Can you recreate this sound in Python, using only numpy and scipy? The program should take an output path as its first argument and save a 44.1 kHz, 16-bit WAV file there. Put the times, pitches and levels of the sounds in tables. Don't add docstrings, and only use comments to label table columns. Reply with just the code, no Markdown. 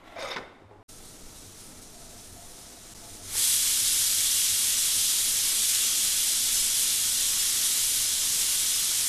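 import sys
import numpy as np
from scipy import signal
from scipy.fft import rfft, irfft, next_fast_len
from scipy.io import wavfile
from scipy.ndimage import uniform_filter1d

SR = 44100
rng = np.random.default_rng(int(sys.argv[2]) if len(sys.argv) > 2 else 0)


def unload_wav(signal):
    wavfile.write(
        sys.argv[1],
        SR,
        np.round(np.clip(np.atleast_2d(signal).T, -1, 1) * 32767).astype(np.int16),
    )


def gain_from_db(level_db):
    decades = np.asarray(level_db, float) / 20
    return 10 ** decades


N = 400428
T = np.arange(N) / SR
SIZE = next_fast_len(N + SR // 10)
HZ = np.fft.rfftfreq(SIZE, 1 / SR)

# sound stops in seconds, fade-in starts in seconds, fade length in
# seconds.
CUTS = [
    (.829, .880, .012),
    (2.9388, 2.9365, .014),
]
# time in seconds, peak in dB.
LIFT_TICK = (3.353, -35)


def evened(x):
    return x / np.sqrt(np.mean(x ** 2) + 1e-20)


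def read(points, hz):
    f, value = np.transpose(points)
    return np.interp(np.log(hz + 1), np.log(f + 1), value)


def curve(rows):
    return np.interp(T, *np.transpose(rows))


def swells(rows):
    return sum(db * np.exp(-((T - s) / half) ** 2) for s, half, db in rows)


def shaped(x, gain):
    return irfft(rfft(x, SIZE) * gain, SIZE)[:N]


def noise(gain):
    return evened(shaped(rng.standard_normal(N), gain))


def wander(rate_hz):
    return noise(1 / (1 + (HZ / rate_hz) ** 2) * (HZ > .5))


def mode(hz, width_hz):
    return 1 / (1 + 2j * (HZ - hz) / width_hz)


def gliding_mode(x, hz, width_hz):
    turn = np.exp(2j * np.pi * np.cumsum(hz) / SR)
    r = np.exp(-np.pi * width_hz / SR)
    smoothed = signal.lfilter([1], np.convolve([1, -r], [1, -r]), x / turn)
    return evened((turn * smoothed).real)


def blow(s, db, modes, bright_db, length):
    body = sum((-1) ** k * gain_from_db(g_db) * mode(f, w) for k, (f, w, g_db) in enumerate(modes))
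    fading = np.exp(-np.maximum(T - s, 0) / length) * (T >= s)
    burst = (rng.standard_normal(N) + 0.0008 / length) * fading
    tilt = gain_from_db(bright_db * np.log2(HZ / 1000 + .4))
    soft_top = 1 / (1 + 1j * HZ / 7000) ** 2
    thin_bass = 1 / (1 + 200 / (1j * HZ + 1)) ** 2
    ring = shaped(burst, body * tilt * soft_top * thin_bass)
    return gain_from_db(db) * ring / abs(ring).max()


def room(x):
    # frequency in Hz, time to die away by 60 dB in seconds.
    echo_times = [(200, 0.5985), (1000, 0.57), (3000, 0.76), (8000, 0.57), (14000, 0.38)]
    hz, t, z = signal.stft(rng.standard_normal(SR), SR, nperseg=256)
    tail = signal.istft(z * gain_from_db(-60 * t / read(echo_times, hz)[:, None]), SR, nperseg=256)[1]
    return signal.fftconvolve(x, np.pad(tail / np.linalg.norm(tail), (200, 0)))[:N]


def drag():
    # time in seconds, level in dB.
    stroke = [(0.0, -62), (.07, -51.5), (.158, -52), (.164, -46), (.185, -42), (.23, -40.5), (.27, -41.5),
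              (.335, -37), (.358, -43)]
    # time in seconds, jump in dB.
    jolts = [(.164, 3.5), (.185, 3.5), (.224, 4.5), (0.246, 5), (.273, 4), (.31, 3)]
    # frequency in Hz, width in Hz, level in dB.
    bowl_modes = [(1050, 51.2, -9), (1270, 47, 0.5), (1550, 36, -24), (2036.9, 57, 1), (2320, 47, -5),
                  (2810, 390, -12), (4500, 260, -25), (5287, 110, -10), (5720, 90, -18), (6630, 130, -18),
                  (7400, 80, -39.5), (8300, 69, -23), (10000, 190, -29), (10900, 80, -25)]
    # frequency in Hz, dB per Hz.
    grit = [(120, -59), (200, -25), (564, 3), (724, -3.5), (2040, -13), (2620, -15), (3610, -21),
            (4240, -25), (5260, -21), (14300, -34)]
    light_colour = [(180, -33.5), (300, -3.5), (494, -16), (670, 2), (1000, -18), (1090, -1), (1230, -30.5),
                    (1360, -1), (1500, -20), (1970, -8.5), (2630, -18), (3510, -16.5), (4400, -22),
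                    (4770, -21.5), (14000, -32)]
    # time in seconds, half length in seconds, rise in dB.
    ring_swells = [
        (.168, .01, 14),
        (.245, .02, 8.5),
        (.315, .015, -7),
    ]
    # time in seconds, decay in seconds, level in dB, pitch in Hz.
    squeak_row = (.228, .022, -51, 8320)

    press_s, bite_s = .162, 0.19063
    biting = np.clip((T - bite_s) / .003, 0, 1)
    dull_db, bright_db, dulling_db_per_s = -17.5, -7.5, -36
    bitten_db = bright_db + dulling_db_per_s * np.clip(T - bite_s, 0, .2)
    treble_db = dull_db + biting * (bitten_db - dull_db)
    ring_hz, seated_ring_hz, seat_s = 647, 565, .225
    pitch_hz = ring_hz + (seated_ring_hz - ring_hz) * np.clip((T - seat_s) / .02 + .5, 0, 1)
    ring_db = -9 + swells(ring_swells)
    light_rim_db, biting_rim_db = -22, -9.5
    rim_db = light_rim_db + biting * (biting_rim_db - light_rim_db)
    jolt_db = sum(db * np.exp(-np.maximum(T - s, 0) / 0.0093) * (T >= s) for s, db in jolts)

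    slips = rng.standard_normal(N) * gain_from_db(1.4 * rng.exponential(1, N) + wander(200))
    scrape = gain_from_db(-2.5) * shaped(slips, gain_from_db(read(grit, HZ)))
    rasp = gain_from_db(-15) * shaped(slips * gain_from_db(2.19 * wander(60)), mode(2550, 5000) ** 2)
    bowl = scrape + rasp
    contact_db = 2.6 * wander(45)
    for k, (f, w, db) in enumerate(bowl_modes):
        strength = gain_from_db(db + np.roll(contact_db, k * SR // 2))
        bowl = bowl + (-1) ** k * shaped(slips * strength, mode(f, w))
    treble = 1 / (1 + (4200 / (HZ + 1)) ** 8)
    low = evened(shaped(bowl, 1 - treble))
    high = evened(shaped(bowl, treble))
    ring = gliding_mode(slips, pitch_hz, 75)
    rim = evened(shaped(slips * gain_from_db(4 * wander(40)), mode(3640, 350) ** 2))
    hard = low + gain_from_db(treble_db) * high + gain_from_db(ring_db) * ring + gain_from_db(rim_db) * rim
    light = gain_from_db(2.5 + 1.3 * wander(40)) * noise(gain_from_db(read(light_colour, HZ) - 4.955 * (HZ > 4150)))
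    rubbing = np.where(T > press_s, hard, light) * (T < stroke[-1][0])

    s, decay, db, hz = squeak_row
    squeak = gain_from_db(db) * (T > s) * np.exp(-np.maximum(T - s, 0) / decay) * noise(mode(hz, 150) ** 2)
    return squeak + gain_from_db(curve(stroke) + 1.5 + jolt_db) * rubbing


def kitchen():
    # frequency in Hz, dB per Hz.
    burner = [(70, -21.5), (115, -3.5), (220, -7), (400, -6), (650, -7), (800, -11), (1050, -16),
              (1600, -19), (3000, -30), (5000, -60)]
    first_air = [(65, -45), (110, -16), (190, -12.5), (350, -9), (550, -14.5), (1000, -14.5), (1350, -21),
                 (2500, -30.5), (5000, -39.5), (9000, -44.5), (14300, -57)]
    draught_colour = [(3, -22.5), (10, -3), (18, -7.5), (25, -0.5), (33, -39), (46, -9), (62, -20),
                      (100, -21.5), (200, -63.5)]
    # frequency in Hz, width in Hz, lift in dB.
    standing = [(193, 10.195, 8), (242.5, 14, 9), (292, 55, 4), (569.43, 20, -18), (623, 18, 3.5),
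                (683.75, 37.43, -3), (1314.3, 76.2, 8)]
    # time in seconds, rise in dB.
    thuds = [
        (.185, 12),
        (.36, 17.3),
        (.71, 2.514),
    ]
    # time in seconds, half length in seconds, rise in dB.
    hum_swells = [(.25, 0.1099, 3), (.55, 0.0962, -3.5), (.9, .08, -4), (1.7, .15, -3.5), (2.3, .07, 10.5),
                  (2.75, .25, -3), (3.6, 0.53, 6.5), (4.54, 0.055, 11), (5.0, 0.0634, 6),
                  (7.2, 0.1349, 2.5), (7.9, 0.25, 3)]

    before_cut = T < CUTS[0][0]
    waves_db = sum(db * abs(mode(f, w)) ** 2 for f, w, db in standing)
    thud_decay_s = 0.12
    thud_db = sum(db * np.exp(-np.maximum(T - s, 0) / thud_decay_s) * (T >= s) for s, db in thuds)
    first = gain_from_db(-58 + thud_db) * noise(gain_from_db(read(first_air, HZ)))
    flame = gain_from_db(-54) * noise(gain_from_db(read(burner, HZ) + waves_db))
    flutter = gain_from_db(0.5 + 0.723 * wander(24) + 0.57 * wander(7.2))
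    roar = flutter * np.where(before_cut, first, flame)
    draught_db = -52.5 - 5.594 * before_cut + 1.9 * wander(2.1)
    draught = gain_from_db(draught_db) * noise(gain_from_db(read(draught_colour, HZ)))
    hum_db = -61 + swells(hum_swells) + 1.5 * wander(6.813)
    hum = gain_from_db(hum_db) * noise(mode(96.143, 16.6) ** 2)
    return roar + draught + hum


def knocks():
    # time in seconds, peak in dB, brightness in dB per octave.
    bounces = [
        (.362, -23, -2.5),
        (.3685, -22, -3),
        (.375, -27, -3),
        (.383, -30, -3),
    ]
    # time in seconds, peak in dB.
    far_taps = [
        (.7095, -39.5),
    ]
    # frequency in Hz, width in Hz, level in dB.
    landing_modes = [(444, 50, -5), (830, 87, -9), (1040, 35, 3), (1480, 110, 0.5), (1760, 150, -4),
                     (2170, 330, -1), (3660, 300, -3), (5260, 1100, -8), (6660, 600, -27)]
    tap_modes = [(415, 9, 11), (520, 35, -5), (680, 40, -6), (846, 12, 6), (990, 50, -7), (2000, 820, -27)]
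    lid_modes = [(870, 60, 0), (1150, 60, -2), (560, 200, -8), (280, 150, -6)]
    landing = sum(blow(s, db, landing_modes, bright_db, .0045) for s, db, bright_db in bounces)
    taps = sum(blow(s, db, tap_modes, 0, .0002) for s, db in far_taps)
    taps = taps + blow(*LIFT_TICK, lid_modes, 0, .0002)
    return landing + taps + gain_from_db(-4) * room(taps)


def steam():
    # frequency in Hz, dB per Hz.
    leak_colour = [(700, -17), (1100, -10), (2100, -7.5), (2800, -8.5), (3900, -3.5), (4700, -4.5),
                   (5900, -0.5), (7600, -1.5), (9500, -2.5), (10500, -3.5), (11300, -8), (14300, -10.5)]
    jet_colour = [(500, -36.5), (900, -23), (1500, -16.5), (2210, -10.5), (2600, -10), (3300, -2),
                  (4000, -2.5), (4500, -3), (6000, -0.5), (8000, 0), (10300, -0.5), (12000, -4),
                  (13200, -10), (14300, -10)]
    # frequency in Hz, lift in dB.
    lid = [(1157, 1), (1490, 3.5), (2288, 5), (2764, 5), (2870, 5), (3094, 3), (3310, 4), (3447, 4),
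           (3778, 4), (4039, 5), (5098, 6), (5867, 3.5), (6876, 5), (8007, 5)]
    # time in seconds, hiss level in dB.
    flow = [(.89, -50), (2.0, -49), (3.03, -47.5), (3.19, -48.5), (3.27, -41.5), (3.32, -36), (3.38, -26.5),
            (3.43, -25), (3.9, -24.5), (4.5, -24.5), (5.5, -25.5), (5.76, -24), (5.9, -25), (7.5, -25.5),
            (9.08, -26)]
    # time in seconds, half length in seconds, rise in dB.
    puffs = [(.91, .03, 2), (1.07, .04, 1.5), (1.39, .04, 2), (1.62, 0.0682, 1.5), (2.1, .06, 0),
             (2.42, .05, 0.5), (2.61, 0.0332, 1.5), (2.86, .04, 0.5), (3.125, 0.055, 4.5)]

    puff_db = swells(puffs)
    flow_db = curve(flow) + puff_db
    leak_db, jet_db = -44.5, -24
    lift = np.clip((flow_db - leak_db) / (jet_db - leak_db), 0, 1)

    burst_db = 1.5 * np.exp(-abs(T - LIFT_TICK[0]) / 0.87)
    top_leak_db, top_jet_db = -0.5, 0.03
    top_db = top_leak_db + (top_jet_db - top_leak_db + burst_db) * lift + 0.5 * wander(2.742)
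    low_leak_db, low_jet_db = -1.1029, 0.07
    low_db = low_leak_db + (low_jet_db - low_leak_db) * lift
    low_db = low_db + 3.5 * np.sin(np.pi * lift) ** 2 + 0.5 * wander(1.8)
    gap_db = 0.5 * lift + (1 - lift) * (2 + 0.87 * puff_db + wander(8.7))

    lid_db = sum(db * abs(mode(f, 40)) ** 2 for f, db in lid)
    leak = noise(gain_from_db(read(leak_colour, HZ) + 0.53 * lid_db))
    jet = noise(gain_from_db(read(jet_colour, HZ) + .8 * lid_db))
    hiss = np.sqrt(1 - lift) * leak + np.sqrt(lift) * jet

    hz, t, z = signal.stft(hiss, SR, nperseg=256, noverlap=192)
    patches = uniform_filter1d(rng.standard_normal(z.shape), size=9, axis=0)
    eddies = evened(uniform_filter1d(patches, size=40, axis=1))
    top = np.clip((hz[:, None] - 6000) / 4000, 0, 1)
    low = np.clip((3500 - hz[:, None]) / 1500, 0, 1)
    z = z * gain_from_db(0.51 * eddies + top * np.interp(t, T, top_db) + low * np.interp(t, T, low_db))
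    gap_hz, gap_width_hz = 9330, 731
    gap = np.exp(-((hz[:, None] - gap_hz) / gap_width_hz) ** 2)
    z = z * gain_from_db(np.interp(t, T, gap_db) * gap)
    hiss = signal.istft(z, SR, nperseg=256, noverlap=192)[1][:N]

    spurts_db = (.9 - .5 * lift) * wander(33) + 0.2614 * wander(1200)
    return gain_from_db(flow_db + spurts_db) * hiss * (T > CUTS[0][0])


def moan():
    # start in seconds, length in seconds, level in dB, pitch in Hz, width in Hz.
    moans = [(1.83, .05, -65, 700, 37), (1.93, .19, -59, 686, 44.4), (2.13, .1, -57, 696.3, 33.3),
             (2.36, 0.09048, -54, 700, 33), (2.48, 0.3114, -62.5, 702.5, 37), (2.84, 0.083, -63, 690, 37),
             (3.02, .13, -57.5, 683, 29), (3.18, 0.06626, -60, 705, 37), (2.34, .2, -64.5, 868.8, 25),
             (2.95, .24, -63, 860, 12)]
    edge_s = .02
    rattling = rng.standard_normal(N)
    out = np.zeros(N)
    for s, length, db, hz, width_hz in moans:
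        spell = np.clip(np.minimum(T - s, s + length - T) / edge_s + .5, 0, 1)
        ring = shaped(rattling, mode(hz, width_hz) ** 2)
        out = out + gain_from_db(db) * spell * ring / ring[spell > 0].std()
    return out


def scene():
    steel = drag() + knocks()
    air = kitchen()
    hiss = steam()
    far_hiss = shaped(hiss, 1 / (1 + (HZ / 5500) ** 2))
    far_steel = shaped(steel, 1 / (1 + (HZ / 3800) ** 2))
    echo = room(gain_from_db(-8) * far_steel + gain_from_db(-8) * far_hiss)
    mix = steel + hiss + echo + air + moan()
    for stop, start, fade in CUTS:
        mix = mix * np.where(T < stop, 1, np.clip((T - start) / fade, 0, 1) ** 2)
    return np.array([mix, mix])


def top_cut(x):
    return signal.sosfilt(signal.butter(12, 15470, fs=SR, output="sos"), x)


def record(dry):
    # time in seconds, lowest frequency in Hz, highest frequency in Hz.
    fills = [(2.01, 8900, 10400), (2.05, 6900, 8300), (2.22, 8900, 11800), (2.22, 6200, 7600),
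             (3.19, 11000, 12500), (3.84, 11000, 12500), (3.84, 7500, 9000), (4.07, 4600, 9000),
             (4.19, 7500, 9150), (5.37, 6900, 9000), (5.51, 4600, 5800), (5.84, 12400, 13900),
             (5.86, 8200, 9900), (5.859, 6260, 7600), (6.56, 5160, 6400), (6.6, 5138, 8400),
             (7.41, 10900, 13900), (7.41, 4600, 6360), (7.64, 10200, 11900), (7.92, 8200, 9800),
             (7.92, 6260, 7600), (8.711, 8300, 9800), (8.75, 7500, 9000), (8.75, 4170, 5800)]
    hz, t, z = signal.stft(dry[0], SR, nperseg=1024, noverlap=768)
    filled = sum((abs(t - s) < .009) * ((hz > lo) & (hz < hi))[:, None] for s, lo, hi in fills)
    level = np.sqrt(uniform_filter1d(abs(z) ** 2, size=30, axis=0))
    turn = rng.standard_normal(z.shape) + 1j * rng.standard_normal(z.shape)
    unlike = gain_from_db(0.5) * signal.istft(filled * level * turn, SR, nperseg=1024, noverlap=768)[1][:N]
    edge_hz = 14330
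    edge = np.sin(np.pi / 2 * np.clip((edge_hz - HZ) / 120, 0, 1)) ** 2
    limited = np.array([shaped(dry[0] + unlike, edge), shaped(dry[1] - unlike, edge)])
    return top_cut(limited)


dry = scene()
out = record(dry)
unload_wav(out)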